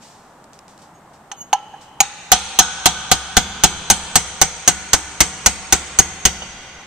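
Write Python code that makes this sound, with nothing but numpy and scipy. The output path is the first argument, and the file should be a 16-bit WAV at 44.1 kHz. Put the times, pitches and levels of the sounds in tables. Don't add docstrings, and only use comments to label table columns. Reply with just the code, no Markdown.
import sys
import numpy as np
from scipy import signal
from scipy.fft import rfft, irfft
from scipy.io import wavfile

SR = 44100
rng = np.random.default_rng(int(sys.argv[2]) if len(sys.argv) > 2 else 0)


def wav_out(sig):
    wavfile.write(sys.argv[1], SR, np.round(np.clip(np.atleast_2d(sig).T, -1, 1) * 32767).astype(np.int16))


N = 302526
AGE = np.arange(SR) / SR

# t/s, strength level/dB, chisel ring level/dB, chisel pitch f/Hz
BLOWS = [(2.004, -3.5, -9, 6654), (2.318, 3, -6, 6520), (2.5891, 1.5, -7, 6540), (2.8576, 0.5, -21, 6350),
         (3.1151, -1, -10.5, 6460), (3.3681, -1.5, -11, 6686), (3.637, -.5, -8.5, 6534),
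         (3.901, -.5, -6, 6475), (4.156, -1.5, -8, 6570), (4.415, -1.5, -9.5, 6490),
         (4.677, -1.5, -3.5, 6526), (4.9324, -2, -11, 6465), (5.205, -0.5, -24, 6530),
         (5.461, -2.5, -5.5, 6564), (5.7247, -1.5, -11, 6530), (5.9882, -4, -4, 6480),
         (6.2531, -3.5, -7.5, 6510)]
# t/s, clash level/dB, housing level/dB, tilt/(dB per octave)
TOUCHES = [(1.3156, -26, -30, -3.5), (1.5294, -12.5, -10.5, -5), (1.586, -47, -45, -8),
           (1.7365, -52, -32, -15), (6.421, -34, -42.5, -15)]
# t/s, place (0 motor end, 1 free end)
TRAVEL = [(2.5, 0.023), (3.4, 0.17), (4.4, 0.63), (6.0, 0.71), (6.25, 0.75)]
# place (0 to 1), housing level/dB relative to the blow, thump level/dB
REACH = [(0, -10.5, -24.5), (.15, -11, -20), (.55, -14, -22), (.73, -17.5, -21.5), (.87, -41, -18)]
# f/Hz, level/dB
CLASH = [(30, -47), (150, -6.5), (420, -4), (750, -1), (2000, -0.5), (3500, 1), (5000, 1.5), (6800, 4),
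         (9000, -5.5), (9900, -22), (14000, -72), (17000, -55)]
# f/Hz, width/Hz, level/dB at motor end, level/dB midway, level/dB at free end
SHAFT = [(852, 270, 11, 6, -8), (1220, 13.4, 17, -2, 3), (1493, 54, 16, 10, 6), (2075, 200, 0, 5, 1.5),
         (4100, 190, 7, 2, -29), (5960, 284, 4.5, 7, 1), (6430, 74, 12, 6.5, 12.5), (8180, 274, 2.5, 13, 4),
         (9120, 71, 5, 14.5, -3)]
# t/s, f/Hz, level/dB
EDGE = [(1.3, 2996, 13), (1.55, 2930, 12), (2.0, 2410, 6.5), (2.32, 3310, 7), (3.4, 3290, 7),
        (4.42, 3130, -9), (4.68, 2216, -4), (5.98, 2240, -1.5), (6.25, 2850, 3.5), (6.42, 3005, 28)]
# f/Hz, level/dB
CRACKLE = [(500, -48), (3000, -0.5), (9000, 5.5), (14000, 11.5), (16000, -40)]
# ratio to its pitch, level/dB, t60/s
CHISEL = [(0.444, -24, .09), (0.669, -19.5, .05), (.888, -19, .08), (0.941, -42, .05), (0.999, 1.5, 0.025),
          (1.025, -15, 0.049), (1.257, -15.5, 0.049), (1.38, -44, .04), (1.8, -30, 0.045)]
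# ratio to its pitch, level/dB, t60/s
HOUSING = [(.97, 0, 0.09), (1.02, 1, 0.064), (1.091, -11, 0.1), (1.231, -13, 0.097), (1.629, -26.5, 0.36),
           (2.05, -18.5, 0.053), (2.67, -32, 0.045)]
# f/Hz, level/dB, t60/s
AFTERRING = [(489, -46, 1.34), (760, -44, 1.9), (916, -43.5, 1.9), (1220, -52.5, 4.6), (1384, -43, 0.96),
             (1518, -51.5, 1.1), (2305, -43, 1), (3230, -33.5, 0.4), (3980, -67, 0.36), (6500, -41, 1),
             (6060, -48.5, 1.34)]
# f/Hz, level/dB
THUMP = [(20, -6), (45, 3), (68, 5.5), (110, -1.5), (150, -0.5), (195, 1.5), (260, -5), (420, -5),
         (700, -25), (2000, -30.5)]
# f/Hz, level/dB, t60/s
BENCH = [(67.5, -11.5, 1), (168.6, -9, 0.29), (192.9, -12, 0.32)]
# t/s, level/dB
TICKS = [(.441, -43), (.532, -39.5), (.5895, -37), (.680, -41.5), (0.777, -43)]
# t/s, level/dB, t60/s
SCUFFS = [(0, -46, 1), (0.535, -50, 0.18), (0.682, -51, 0.35), (0.785, -51, .22), (0.814, -48, 0.25),
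          (1.13, -52.5, 0.22), (1.806, -46, 0.31)]
# t/s, level/dB, rise/s, t60/s
SKIDS = [(.94, -52, .015, .2), (1.36, -40.5, 0.03, 0.39), (1.402, -30.5, 0.014, 0.06)]
# f/Hz, level/dB
SQUEAL = [(2930, -11), (6560, 2), (6690, -13), (8270, -21), (11850, -17)]
# f/Hz, level/dB
EARS = [(40, 2.5), (150, -3), (700, -2), (1500, -5), (4000, -0.5), (6400, -3), (8000, 8.5), (13000, 6.5)]
# f/Hz, level/dB, t60/s
HALL = [(60, -26.5, 3.3), (203, -22, 2.5), (560, -28, 4.7), (980, -25.5, 5.9), (2880, -23, 4.85),
        (5000, -25.5, 2.93), (8100, -21, 1.82), (11700, -16.5, 0.86)]
# f/Hz, level/dB
AIR = [(25, -13), (100, -5.5), (170, -0.5), (450, -7), (830, -0.5), (1400, -8.5), (2500, -20.5),
       (5000, -27), (8000, -23), (10000, -31.5), (14000, -33)]
# housing pitch f/Hz, clash t60/s, coupling level/dB into the shaft
HOUSING_HZ = (811.4, 755)
CLASH_T60_S = (0.036, 0.071)
COUPLING_DB = (-6, -1)
# width/Hz of the edge resonance, level/dB sent into the hall
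EDGE_WIDTH_HZ = (180, 560)
HALL_DB = (-5, -3.5)

SEATED_S = 2.15
LOOSE_LOW_CUT_HZ = 670
TOUCH_CHISEL_DB, TOUCH_CHISEL_HZ = -6, 6440
LOOSE_THUMP_DB, TOUCH_THUMP_DB = -14, -45
BRIGHT_DB_PER_OCT, DULLING_DB_PER_OCT = 1.5, 3
LEAD_S = 0.0005
TICK_HZ, TICK_RISE_S, TICK_T60_S = 6100, 0.0012, 0.014
SCUFF_HZ, SCUFF_RISE_SHARE = 5680, 0.029
ALIKE_HZ = 2050
AIR_DB = -46.5
TOP_HZ = 15500


def blows():
    near, sent = np.zeros((2, 2, N))
    for s, db, housing_db, tilt_db in TOUCHES:
        chisel_db, thump_db = db + TOUCH_CHISEL_DB, db + TOUCH_THUMP_DB
        close, far = contact(s, db, housing_db, chisel_db, TOUCH_CHISEL_HZ, thump_db, tilt_db, EDGE_WIDTH_HZ[0])
        add(near, s - LEAD_S, close)
        add(sent, s, undb(HALL_DB[0]) * far)
    for s, db, chisel_db, chisel_hz in BLOWS:
        place, = follow(TRAVEL, s)
        reach_db, thump_db = follow(REACH, place)
        tilt_db = BRIGHT_DB_PER_OCT - DULLING_DB_PER_OCT * place
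        close, far = contact(s, db, db + reach_db, chisel_db, chisel_hz, thump_db, tilt_db, EDGE_WIDTH_HZ[1])
        add(near, s - LEAD_S, close)
        add(sent, s, undb(HALL_DB[1]) * far)
    return near, sent


def contact(s, clash_db, housing_db, chisel_db, chisel_hz, thump_db, tilt_db, edge_width):
    seated = int(s > SEATED_S)
    t60, coupling_db = CLASH_T60_S[seated], COUPLING_DB[seated]
    force = undb(clash_db + 2)
    clash = force * fade(t60, rise=0.001) * steel(s, coupling_db, edge_width, tilt_db, dense_db=-1.5)
    chisel = chisel_ring(chisel_db, chisel_hz)
    edge = force * edge_ring(s)
    housing = housing_ring(housing_db, HOUSING_HZ[seated])
    low = undb(thump_db + (0 if seated else LOOSE_THUMP_DB)) * (overload_thump() + bench_ring())
    near = clash + overload_crackle(clash_db) + chisel + edge + housing + low + afterring(clash_db + coupling_db)
    radiated = force * fade(t60, rise=0.00099) * steel(s, coupling_db, edge_width, tilt_db, dense_db=-3.0)
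    far = radiated + undb(-31) * edge + undb(-11) * chisel + undb(-5.0) * housing + low
    return near, far


def steel(s, coupling_db, edge_width, tilt_db, dense_db):
    place, = follow(TRAVEL, s)
    edge_hz, edge_db = follow(EDGE, s)
    peaks = [(edge_hz, edge_width, edge_db)]
    for hz, width, *dbs in SHAFT:
        db = np.interp(place, [0, .5, 1], dbs) + coupling_db + 2 * rng.standard_normal()
        peaks.append((hz, width, db))

    def colour(f):
        power = undb(dense_db) ** 2
        for hz, width, db in peaks:
            power = power + undb(db) ** 2 / (1 + (2 * (f - hz) / width) ** 2)
        weight = 1 if s > SEATED_S else f ** 2 / np.hypot(f ** 2, LOOSE_LOW_CUT_HZ ** 2)
        tilt = undb(tilt_db * np.log2(np.maximum(f, 800) / 3000))
        return weight * np.sqrt(power) * curve(CLASH, f) * tilt
    return noise(colour, alike_hz=7700, size=SR, shared=0.76)


def overload_crackle(clash_db):
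    burst = np.exp(-(AGE / 0.01) ** 4)
    return undb(1.77 * clash_db - 8.5) * burst * noise(lambda f: curve(CRACKLE, f), alike_hz=13900, size=SR)


def chisel_ring(db, pitch_hz):
    modes = [(ratio * pitch_hz, mode_db, t60) for ratio, mode_db, t60 in CHISEL]
    return undb(db + 8.5) * ring(modes, rise=0.0053, detune=0.00057, spread=0.13)


def edge_ring(s):
    edge_hz, edge_db = follow(EDGE, s)
    modes = [(edge_hz, 0, .07), (1.2 * edge_hz, -8, .05)]
    return undb(edge_db - 21.5) * ring(modes, rise=0.00084, detune=0.0032, spread=0.63)


def housing_ring(db, pitch_hz):
    modes = [(ratio * pitch_hz, mode_db, t60) for ratio, mode_db, t60 in HOUSING]
    return undb(db + 3) * ring(modes, rise=0.0054, detune=0.003, spread=0.12)


def afterring(db):
    return undb(db + 1.0) * ring(AFTERRING, rise=0.00844, detune=0.00184, spread=0.13)


def overload_thump():
    thud = undb(11.5) * fade(t60=0.078, rise=0.0037)
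    body = noise(lambda f: curve(THUMP, f), alike_hz=900, size=SR, shared=.1)
    sides = undb([[2], [-2]])
    return sides * thud * body


def bench_ring():
    return ring(BENCH, rise=0.0098, detune=0.0032, spread=0.22)


def handling():
    out = np.zeros((2, N))
    for s, db in TICKS:
        add(out, s, undb(db) * hiss(TICK_HZ) * fade(TICK_T60_S, TICK_RISE_S))
    for s, db, t60 in SCUFFS:
        add(out, s, undb(db) * hiss(SCUFF_HZ) * fade(t60, SCUFF_RISE_SHARE * t60))
    for s, db, rise, t60 in SKIDS:
        tones = [(hz, tone_db, t60) for hz, tone_db in SQUEAL]
        add(out, s, undb(db) * ring(tones, rise, detune=0.00078, spread=0.25))
    return out


def hiss(hz):
    points = [(hz / 6, -12), (hz / 2, -4), (hz, 0), (1.41 * hz, -2), (1.67 * hz, -13), (3 * hz, -24)]
    return noise(lambda f: curve(points, f), alike_hz=4000, size=SR)


def ports(x, lag_s):
    f = np.fft.rfftfreq(N, 1 / SR)
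    tilt = np.sqrt(curve(EARS, f))
    left = tilt * np.exp(-2j * np.pi * f * lag_s)
    return irfft(rfft(x) * np.array([left, 1 / tilt]), N)


def hall(x):
    size = 3 * SR
    t, f = np.arange(size) / SR, np.fft.rfftfreq(size, 1 / SR)
    echoes = rfft(noise(np.ones_like, alike_hz=ALIKE_HZ, size=size, shared=1.0))
    centres, response = np.log(np.array(HALL)[:, 0]), 0
    for share, (_, db, t60) in zip(np.eye(len(HALL)), HALL):
        band = irfft(echoes * np.interp(np.log(f + 1), centres, share), size)
        response = response + undb(db) * band * np.exp(-np.log(1000) * t / t60)
    response = response * (1 + 5.5 * np.exp(-t / 0.023)) * np.minimum(t / 0.024, 1)
    mono = x.mean(axis=0, keepdims=True)
    return undb(-27.5) * signal.fftconvolve(mono, response, axes=1)[:, :N]


def air():
    return undb(AIR_DB) * noise(lambda f: curve(AIR, f), alike_hz=ALIKE_HZ, size=N, shared=0.99)


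def ring(modes, rise, detune, spread):
    out = 0
    for hz, db, t60 in modes:
        size, tune, apart = rng.standard_normal(3)
        phase = 2 * np.pi * (hz * (1 + detune * tune) * AGE + rng.random())
        sides = spread * apart * np.array([[1], [-1]])
        out = out + undb(db + 2 * size) * fade(t60, rise) * np.sin(phase + sides)
    return out


def noise(gain, alike_hz, size, shared=1):
    f = np.fft.rfftfreq(size, 1 / SR)
    mid, side = rfft(rng.standard_normal((2, size)))
    alike = np.clip(shared, 0, 1) / (1 + (f / alike_hz) ** 2)
    both = mid * np.sqrt(1 + alike) + np.outer([1, -1], side) * np.sqrt(1 - alike)
    x = irfft(gain(f) * both, size)
    return x / x.std()


def fade(t60, rise):
    decay = np.exp(-np.log(1000) * np.maximum(AGE - rise, 0) / max(t60, .005))
    return np.minimum(AGE / rise, 1) * decay


def curve(points, f):
    hz, db = np.transpose(points)[:2]
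    return undb(np.interp(np.log(f + 1), np.log(hz), db))


def follow(rows, at):
    first, *columns = np.transpose(rows)
    return [np.interp(at, first, c) for c in columns]


def undb(db):
    return 10 ** (np.asarray(db) / 20)


def add(out, s, sound):
    i = max(int(s * SR), 0)
    out[:, i:i + sound.shape[-1]] += sound[..., :N - i]


def scene():
    near, sent = blows()
    small = handling()
    return ports(near + small, lag_s=.00003) + hall(sent + undb(-20) * small) + air()


def record(dry):
    clipped = dry / (1 + np.abs(dry / .98) ** 8) ** (1 / 8)
    softened = signal.sosfilt(signal.butter(2, 14000, fs=SR, output="sos"), clipped)
    return signal.sosfilt(signal.ellip(8, .2, 70, TOP_HZ, fs=SR, output="sos"), softened)


dry = scene()
out = record(dry)
wav_out(out)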